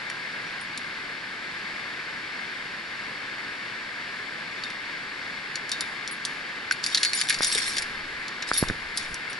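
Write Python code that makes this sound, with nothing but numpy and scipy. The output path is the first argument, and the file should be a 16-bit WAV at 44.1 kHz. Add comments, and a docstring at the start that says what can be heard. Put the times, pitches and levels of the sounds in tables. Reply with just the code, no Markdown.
"""Carabiners on a climber's harness clack, ring and jangle as the rack swings against outdoor rock.
Clacks and jangle are coloured noise bursts with brief rings; free carabiners ring as decaying sine modes.
A steady outdoor rush of shaped noise lies underneath, heard from a handheld camera a few metres below.
Decaying sines give dull knocks; pulses and low noise give the bumps and rumble of the moving camera."""
import sys
import numpy as np
from scipy import signal
from scipy.fft import rfft, irfft, next_fast_len
from scipy.io import wavfile
from scipy.ndimage import uniform_filter1d

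SR = 44100
rng = np.random.default_rng(int(sys.argv[2]) if len(sys.argv) > 2 else 0)


def unload_wav(signal):
    """Save mono or channel-first audio to the path in sys.argv[1] as 16-bit WAV at rate SR, clipped to [-1, 1]."""
    wavfile.write(
        sys.argv[1],
        SR,
        np.round(np.clip(np.atleast_2d(signal).T, -1, 1) * 32767).astype(np.int16),
    )


N = 414099
T = np.arange(N) / SR


def amp(db):
    """Decibels to gain."""
    return 10 ** (np.asarray(db) / 20)


def unit(x):
    """Scales to an rms of one."""
    return x / np.sqrt(np.mean(x ** 2) + 1e-20)


def read(points, hz):
    """Reads a table on a logarithmic frequency axis."""
    f, value = np.transpose(points)
    return np.interp(np.log(hz + 1), np.log(f + 1), value)


def decay(t, t60):
    """Falls by 60 dB in t60 seconds."""
    return np.exp(-np.log(1000) * t / t60)


def add(mix, s, sound):
    """Mixes a sound in at time s."""
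    part = mix[:, round(s * SR):][:, :sound.shape[-1]]
    part += sound[..., :part.shape[1]]


def colour(x, db_at):
    """Causal (minimum-phase) filter whose gain in dB is the function db_at of frequency."""
    size = next_fast_len(x.shape[-1] + 2048)
    log_gain = np.log(amp(db_at(abs(np.fft.fftfreq(size, 1 / SR)))))
    response = np.exp(np.conj(signal.hilbert(log_gain)))[:size // 2 + 1]
    return irfft(rfft(x, size) * response, size)[..., :x.shape[-1]]


def pair(z, likeness):
    """Makes two unrelated channels partly alike."""
    c = np.clip(likeness, 0, 1)
    return np.array([z[0], c * z[0] + np.sqrt(1 - c ** 2) * z[1]])


def envelope(rows, attack_s, release_t60, sag_db_per_s=0):
    """Each motion builds up, holds or sags in level, then dies away; overlapping motions add."""
    out = np.zeros(N)
    for start, length, db in rows:
        t = np.maximum(T - start, 0)
        attack = np.minimum(t / attack_s, 1)
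        release = decay(np.maximum(t - length, 0), release_t60)
        out += attack * amp(db - sag_db_per_s * t) * release
    return out


# spectrum of the open air: f/Hz, relative level/dB per Hz
RUSH_SPECTRUM = [(25, -11.5), (70, -14.5), (125, -5), (220, -1.5), (420, -4), (700, -6), (1050, -1.5),
                 (1600, 1), (2500, -1), (3100, -5), (4700, -7.5), (5800, -14.5), (8000, -23), (11000, -30)]
# how alike the two channels of the open air are: f/Hz, likeness/0-1
RUSH_LIKENESS = [(30, 0.87), (200, 1), (800, 0.69), (1600, 0.91), (2150, 0.66), (3300, 0.9), (3950, 0.36),
                 (4500, 1), (5200, 0.25), (6200, 0.21), (6800, 0.89), (7500, 0.1), (10500, 0.76)]


def rush(level_db=-37.5, waver_db=0.43):
    """Steady distant outdoor noise, shaped by its spectrum, that wavers slightly."""
    size = next_fast_len(N)
    hz = np.fft.rfftfreq(size, 1 / SR)
    noise = rfft(rng.standard_normal((2, size)))
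    shaped = pair(noise, read(RUSH_LIKENESS, hz)) * amp(read(RUSH_SPECTRUM, hz))
    knots = np.arange(0, T[-1], .1)
    waver = waver_db * np.interp(T, knots, rng.standard_normal(len(knots)))
    return unit(irfft(shaped, size)[:, :N]) * amp(level_db + waver)


# swings of the rack: start t/s, length/s, drive level/dB before each layer's own gain
RACK_SWINGS = [(6.819, 0.29, -37), (7.141, 0.066, -30), (7.262, 0.079, -39.5), (7.405, 0.38, -29),
               (8.466, 0.023, -35.5), (8.535, 0.058, -33.5), (8.95, 0.08, -40)]


def swing_level():
    """Drive of the swinging rack: it builds up fast, loses energy and settles."""
    return envelope(RACK_SWINGS, attack_s=0.021, release_t60=0.3, sag_db_per_s=17)


def swinging(s):
    """Whether the rack is swinging, or still settling, at time s."""
    settle_s = 0.06
    return any(start < s < start + length + settle_s for start, length, _ in RACK_SWINGS)


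def contact_times(per_s):
    """Irregular moments of contact while the rack swings, one at random in each time slot."""
    slots = np.arange(int(T[-1] * per_s))
    times = (slots + rng.random(len(slots))) / per_s
    return [s for s in times if swinging(s)]


def crack(t60, direct=1.3, strike_db=3, strike_t60=0.0062, wall_db=-25, wall_t60=1.0, likeness=0.9):
    """One contact: a sharp tick, a dense short rattle of the metal, and faint scatter from the rock."""
    t = np.arange(SR // 6) / SR
    strike = amp(strike_db) * decay(t, strike_t60)
    wall = amp(wall_db) * decay(t, wall_t60)
    fade = strike + decay(t, t60) + wall
    burst = pair(rng.standard_normal((2, len(t))), likeness) * fade
    burst[:, 0] = direct * 2 * fade[0]  # the tick is a single sample
    return burst


def tinkle(t60, count=5, lowest_hz=3200, highest_hz=11000, port_radians=0.98):
    """Short ring of one of the many small parts, each with random modes of its own."""
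    t = np.arange(SR // 12) / SR
    hz = lowest_hz * (highest_hz / lowest_hz) ** rng.random((count, 1))
    phase = port_radians * rng.standard_normal((2, count, 1))
    modes = np.sin(2 * np.pi * hz * t + phase)
    return modes.sum(1) * decay(t, t60) / np.sqrt(count)


# hard contacts: t/s, level/dB before gain, extra low body/dB, extra brightness/dB, main pitch f/Hz
CLACK_HITS = [(0.0998, -35, 7, 0, 4410), (0.776, -30, -9, 2.5, 3740), (4.637, -28.5, 0, -12, 4700),
              (4.703, -38, 12, -2, 3670), (5.5566, -25, 5, -5, 4430), (5.6935, -31, -8, -4, 4830),
              (5.717, -21, -10, -4, 3720), (5.808, -23, -8, 3, 4800), (6.0766, -27.5, -9, -7, 5630),
              (6.2512, -22, -4, 0.5, 6140), (6.711, -24, 8, -8, 4400), (6.7224, -26, 7, 2, 4500),
              (6.8406, -20.5, -2, -6.5, 4800), (6.8635, -21, 0, 1, 4800), (6.947, -13, -2.5, -8.5, 4370),
              (6.974, -18, -4, -7, 4030), (7.0315, -15, 0, -1, 4420), (7.049, -18, 3, -4, 4130),
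              (7.1332, -21, 2, 0, 4500), (7.2134, -19.5, 4, 2, 4590), (7.288, -24, 4, 4, 3560),
              (7.2969, -19, 5, 9, 4025), (7.3044, -21, 10, -3, 4400), (7.3264, -27, 11, -3, 3520),
              (7.343, -23.5, -1, -8, 4700), (7.388, -28, -5, -13, 4870), (7.431, -18.5, -14, -7, 4920),
              (7.4454, -18.5, -14, 2.5, 5600), (7.526, -25, 4, 2, 5300), (7.55, -22, 0, 5, 3680),
              (7.579, -23, 9.5, -6, 5470), (7.768, -25, 4.5, -3, 4840), (7.783, -20.5, 0, -1, 5050),
              (7.822, -29.5, 9, 5, 4950), (8.282, -32, -7, -8, 4300), (8.424, -27, 6, -14, 3746),
              (8.5344, -24.5, -18, -6, 4910), (8.6854, -27, -18, -5, 3630), (8.974, -22, -20, 3, 5000),
              (9.143, -29, -7, 3, 5730), (9.33, -35, -11, -3, 5800)]
# basic colour of a clack: f/Hz, filter level/dB
CLACK_COLOUR = [(300, -47), (1000, -26.5), (1700, -5.5), (3000, -4), (4300, -0.5), (5500, -0.5), (7000, -1),
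                (8500, -7), (11000, -6.5)]


def clacks(gain_db=-2, t60=0.044, pitch_db=9, pitch_width_hz=450, ring_db=-12):
    """Hard contacts of gear held tight by slings, so it rings only briefly; in a swing they bounce once."""
    rebound_s, rebound_db = 0.006, -8
    out = np.zeros((2, N))
    middle = signal.butter(2, [3200, 7500], "bandpass", fs=SR, output="sos")
    for s, db, body_db, top_db, pitch_hz in CLACK_HITS:
        tilt = [(2400, body_db), (3400, 0), (6500, 0), (9500, top_db)]

        def clack_db(hz):
            peak = pitch_db / (1 + (2 * (hz - pitch_hz) / pitch_width_hz) ** 2)
            return read(CLACK_COLOUR, hz) + read(tilt, hz) + peak

        for k in range(2 if swinging(s) else 1):
            hit = colour(crack(t60), clack_db)
            # level is set by the middle band in the first 5 ms
            strength = signal.sosfilt(middle, hit)[:, :SR // 200].std()
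            at, size = s + k * rebound_s, amp(db + k * rebound_db)
            add(out, at, size * amp(gain_db) * hit / strength)
            add(out, at, size * amp(ring_db) * tinkle(t60=.07))
    return out


# modes of a carabiner: f/Hz before slight detuning, relative level/dB, t60/s
CARABINER_MODES = [(2520, -1, .14), (3650, 0, .15), (3740, -2, .15), (4300, -4, .2), (4404, 0, .19),
                   (4720, -2, .1), (5450, 1, .13), (5790, -1, .09), (7085, -1, .15), (8165, -9, .24),
                   (9290, -3, .09), (9375, 0, .08), (10145, -5, .2), (10642, 0, .125)]


def ring(favoured_hz, focus_octaves=0.075, others_db=-11, others_db_per_octave=-10, detune=0.0012,
         chatter_db=-10, port_radians=1.0):
    """A free carabiner rings most strongly in the mode the contact favours, less in those far from it."""
    build_up_s = 0.0068
    t = np.arange(SR // 5) / SR
    hz, mode_db, t60 = np.transpose(CARABINER_MODES)[:, :, None]
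    apart = abs(np.log2(hz / favoured_hz))
    focus = np.exp(-(apart / focus_octaves) ** 2)
    others = amp(others_db + others_db_per_octave * apart) * 2 * rng.random(hz.shape)
    weight = amp(mode_db) * np.maximum(others, focus)
    turns = hz * (1 + detune * rng.standard_normal(hz.shape)) * t + rng.random(hz.shape)
    phase = 2 * np.pi * turns + port_radians * rng.standard_normal((2, len(hz), 1))
    # a ramp and smoothed noise stand for tiny repeated contacts that build the ring up and roughen it
    rough = unit(uniform_filter1d(rng.standard_normal((len(hz), len(t))), size=160, axis=-1))
    swell = np.minimum(t / build_up_s, 1) * decay(t, t60) * (1 + amp(chatter_db) * rough)
    return (weight * swell * np.sin(phase)).sum(1)


# carabiners that ring out clearly: t/s, level/dB, f/Hz favoured by the point of contact
CLEAR_RINGS = [(0.465, -43, 5790), (0.608, -39, 9350), (4.637, -36, 3700), (4.703, -43, 3650),
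               (5.72, -26, 3800), (5.81, -35, 3600), (6.11, -30, 9350), (6.923, -30, 3680),
               (7.056, -21, 4400), (7.145, -20, 9350), (7.17, -24, 7085), (7.418, -23, 9350),
               (7.467, -18.5, 9250), (7.52, -18, 8160), (7.575, -20, 8160), (7.615, -25, 5450),
               (7.66, -24, 8160), (7.674, -27, 10145), (8.535, -24, 9350), (8.541, -28, 3650),
               (8.568, -25, 5450), (8.572, -16.5, 10640), (8.575, -33, 3650), (8.975, -28, 4720),
               (9.297, -38, 9350)]
# favoured modes taken in turn during swings: f/Hz
SWING_RING_MODES = [8165, 3650, 9375, 5450]


def rings(swing, swing_rings_per_s=35, swing_gain_db=0.5):
    """The clear single rings, and the carabiners that every swing knocks about in turn."""
    out = np.zeros((2, N))
    for s, db, favoured_hz in CLEAR_RINGS:
        add(out, s, amp(db) * ring(favoured_hz))
    for k, s in enumerate(contact_times(swing_rings_per_s)):
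        favoured_hz = SWING_RING_MODES[k % len(SWING_RING_MODES)]
        add(out, s, amp(swing_gain_db) * np.interp(s, T, swing) * ring(favoured_hz))
    return out


# dull knocks: t/s, nominal level/dB, f/Hz, t60/s
DULL_KNOCKS = [(6.711, -17, 1540, 0.021), (7.407, -16, 1420, 0.0065), (7.555, -31, 438, 0.038),
               (8.515, -8.5, 1320, 0.0065), (8.637, -21.5, 1140, 0.012), (8.6993, -17.5, 1620, 0.0063)]


def knocks():
    """Dull knocks: heavily damped sines with a softened onset."""
    out, t = np.zeros((2, N)), np.arange(SR // 10) / SR
    onset = 1 - np.exp(-t / 0.00028)
    for s, db, hz, t60 in DULL_KNOCKS:
        add(out, s, -amp(db) * np.sin(2 * np.pi * hz * t) * decay(t, t60) * onset * 2)
    return out


# colour of the jangle: f/Hz, relative filter level/dB
JANGLE_COLOUR = [(300, -29), (1000, 0.5), (2000, 6), (3000, 3), (4500, 5.5), (5600, 6.5), (7000, 1),
                 (8500, 1), (11000, -4.5)]


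def jangle(swing, gain_db=-7, contacts_per_s=170, spread_db=3, ring_db=0.5, ring_t60=0.09):
    """Many small overlapping clinks within the swinging rack, following its drive."""
    clinks = np.zeros((2, N))
    for s in contact_times(contacts_per_s):
        size = amp(spread_db * min(rng.exponential(), 2))
        add(clinks, s, size * crack(t60=0.026))
        add(clinks, s, size * amp(ring_db) * tinkle(ring_t60))
    coloured = colour(clinks, lambda hz: read(JANGLE_COLOUR, hz))
    return unit(coloured) * amp(gain_db) * swing


# movements of the camera: start t/s, length/s, rumble level/dB before gain
CAMERA_MOVES = [(7.3, 0.93, -52), (8.45, 0.65, -50), (8.58, 0.115, -38), (9.07, 0.054, -40)]
# colour of the rumble: f/Hz, relative filter level/dB
RUMBLE_COLOUR = [(10, 3.5), (35, -3.5), (70, -4.5), (150, -12), (400, -18.5), (1500, -29.5)]


def handling(gain_db=-1):
    """Low rumble of filtered noise while the camera moves."""
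    noise = pair(rng.standard_normal((2, N)), likeness=0.88)
    rumble = colour(noise, lambda hz: read(RUMBLE_COLOUR, hz))
    return unit(rumble) * amp(gain_db) * envelope(CAMERA_MOVES, attack_s=0.063, release_t60=0.2)


# bumps on the camera body: t/s, nominal level/dB, time until the push reverses/s
CAMERA_BUMPS = [(7.407, -20, 0.00064), (8.515, -23, 0.001), (8.627, -12, 0.0014), (8.7, -23, 0.0012),
                (8.709, -25, 0.0023)]


def bumps(lean_db=1.0):
    """Bumps that push the microphone once and let it swing back, leaning to the second channel."""
    out, t = np.zeros((2, N)), np.arange(SR // 10) / SR
    lean = np.array([[-lean_db], [lean_db]])
    for s, db, push_s in CAMERA_BUMPS:
        u = t / push_s
        add(out, s, amp(db + lean) * 2 * u * (1 - u) * np.exp(2 - 2 * u))
    return out


def scene():
    """The open air, the gear and the camera noises."""
    swing = swing_level()
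    gear = clacks() + rings(swing) + jangle(swing)
    return rush() + gear + knocks() + handling() + bumps()


# resonances and dips of the microphone housing: f/Hz, width/Hz, level/dB
HOUSING_RESONANCES = [(1672, 364, 6.5), (2116, 428, 8.5), (3615, 150, 3), (4520, 690, 2), (6350, 700, -9),
                      (7800, 770, 1.5), (8870, 420, -5.5), (10580, 720, 4)]
# phase between the two microphone ports: f/Hz, lead of left/rad
PORT_LEAD = [(20, 0), (300, .4), (1100, .4), (1450, .9), (1830, 1), (2080, 2.7), (2220, 5.4), (2400, 6.1),
             (3200, 6.8), (4200, 6.35), (5800, 6.6), (7000, 7.6), (8200, 10), (9400, 13.8), (10300, 12)]
# balance of the two ports: f/Hz, left minus right level/dB
PORT_LEAN = [(50, -1), (200, -3), (700, -0.5), (1200, -1), (1650, 1), (1930, -3.5), (2200, 15.5),
             (2500, -0.5), (3000, 3), (5000, -0.5), (11000, 1.4)]


def record(dry):
    """Housing colours the sound, ports differ in phase and level, peaks round off, the band ends steeply."""
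    ceiling = 0.55  # share of full scale near which peaks are rounded off

    def housing_db(f):
        return sum(db * np.exp(-(2 * (f - hz) / width) ** 2) for hz, width, db in HOUSING_RESONANCES)

    heard = colour(dry, housing_db)
    size = next_fast_len(N)
    hz = np.fft.rfftfreq(size, 1 / SR)
    lean = amp(read(PORT_LEAN, hz))
    right_lag = np.exp(-1j * read(PORT_LEAD, hz))
    ports = np.array([lean, right_lag]) * np.sqrt(2 / (1 + lean ** 2))  # keeps the summed port power
    stereo = irfft(rfft(heard, size) * ports, size)[:, :N]
    limited = stereo / (1 + (stereo / ceiling) ** 6) ** (1 / 6)
    low_pass = signal.firwin(801, 11080, window=("kaiser", 8), fs=SR)
    return signal.oaconvolve(limited, low_pass[None], "same", axes=1)


dry = scene()
out = record(dry)
unload_wav(out)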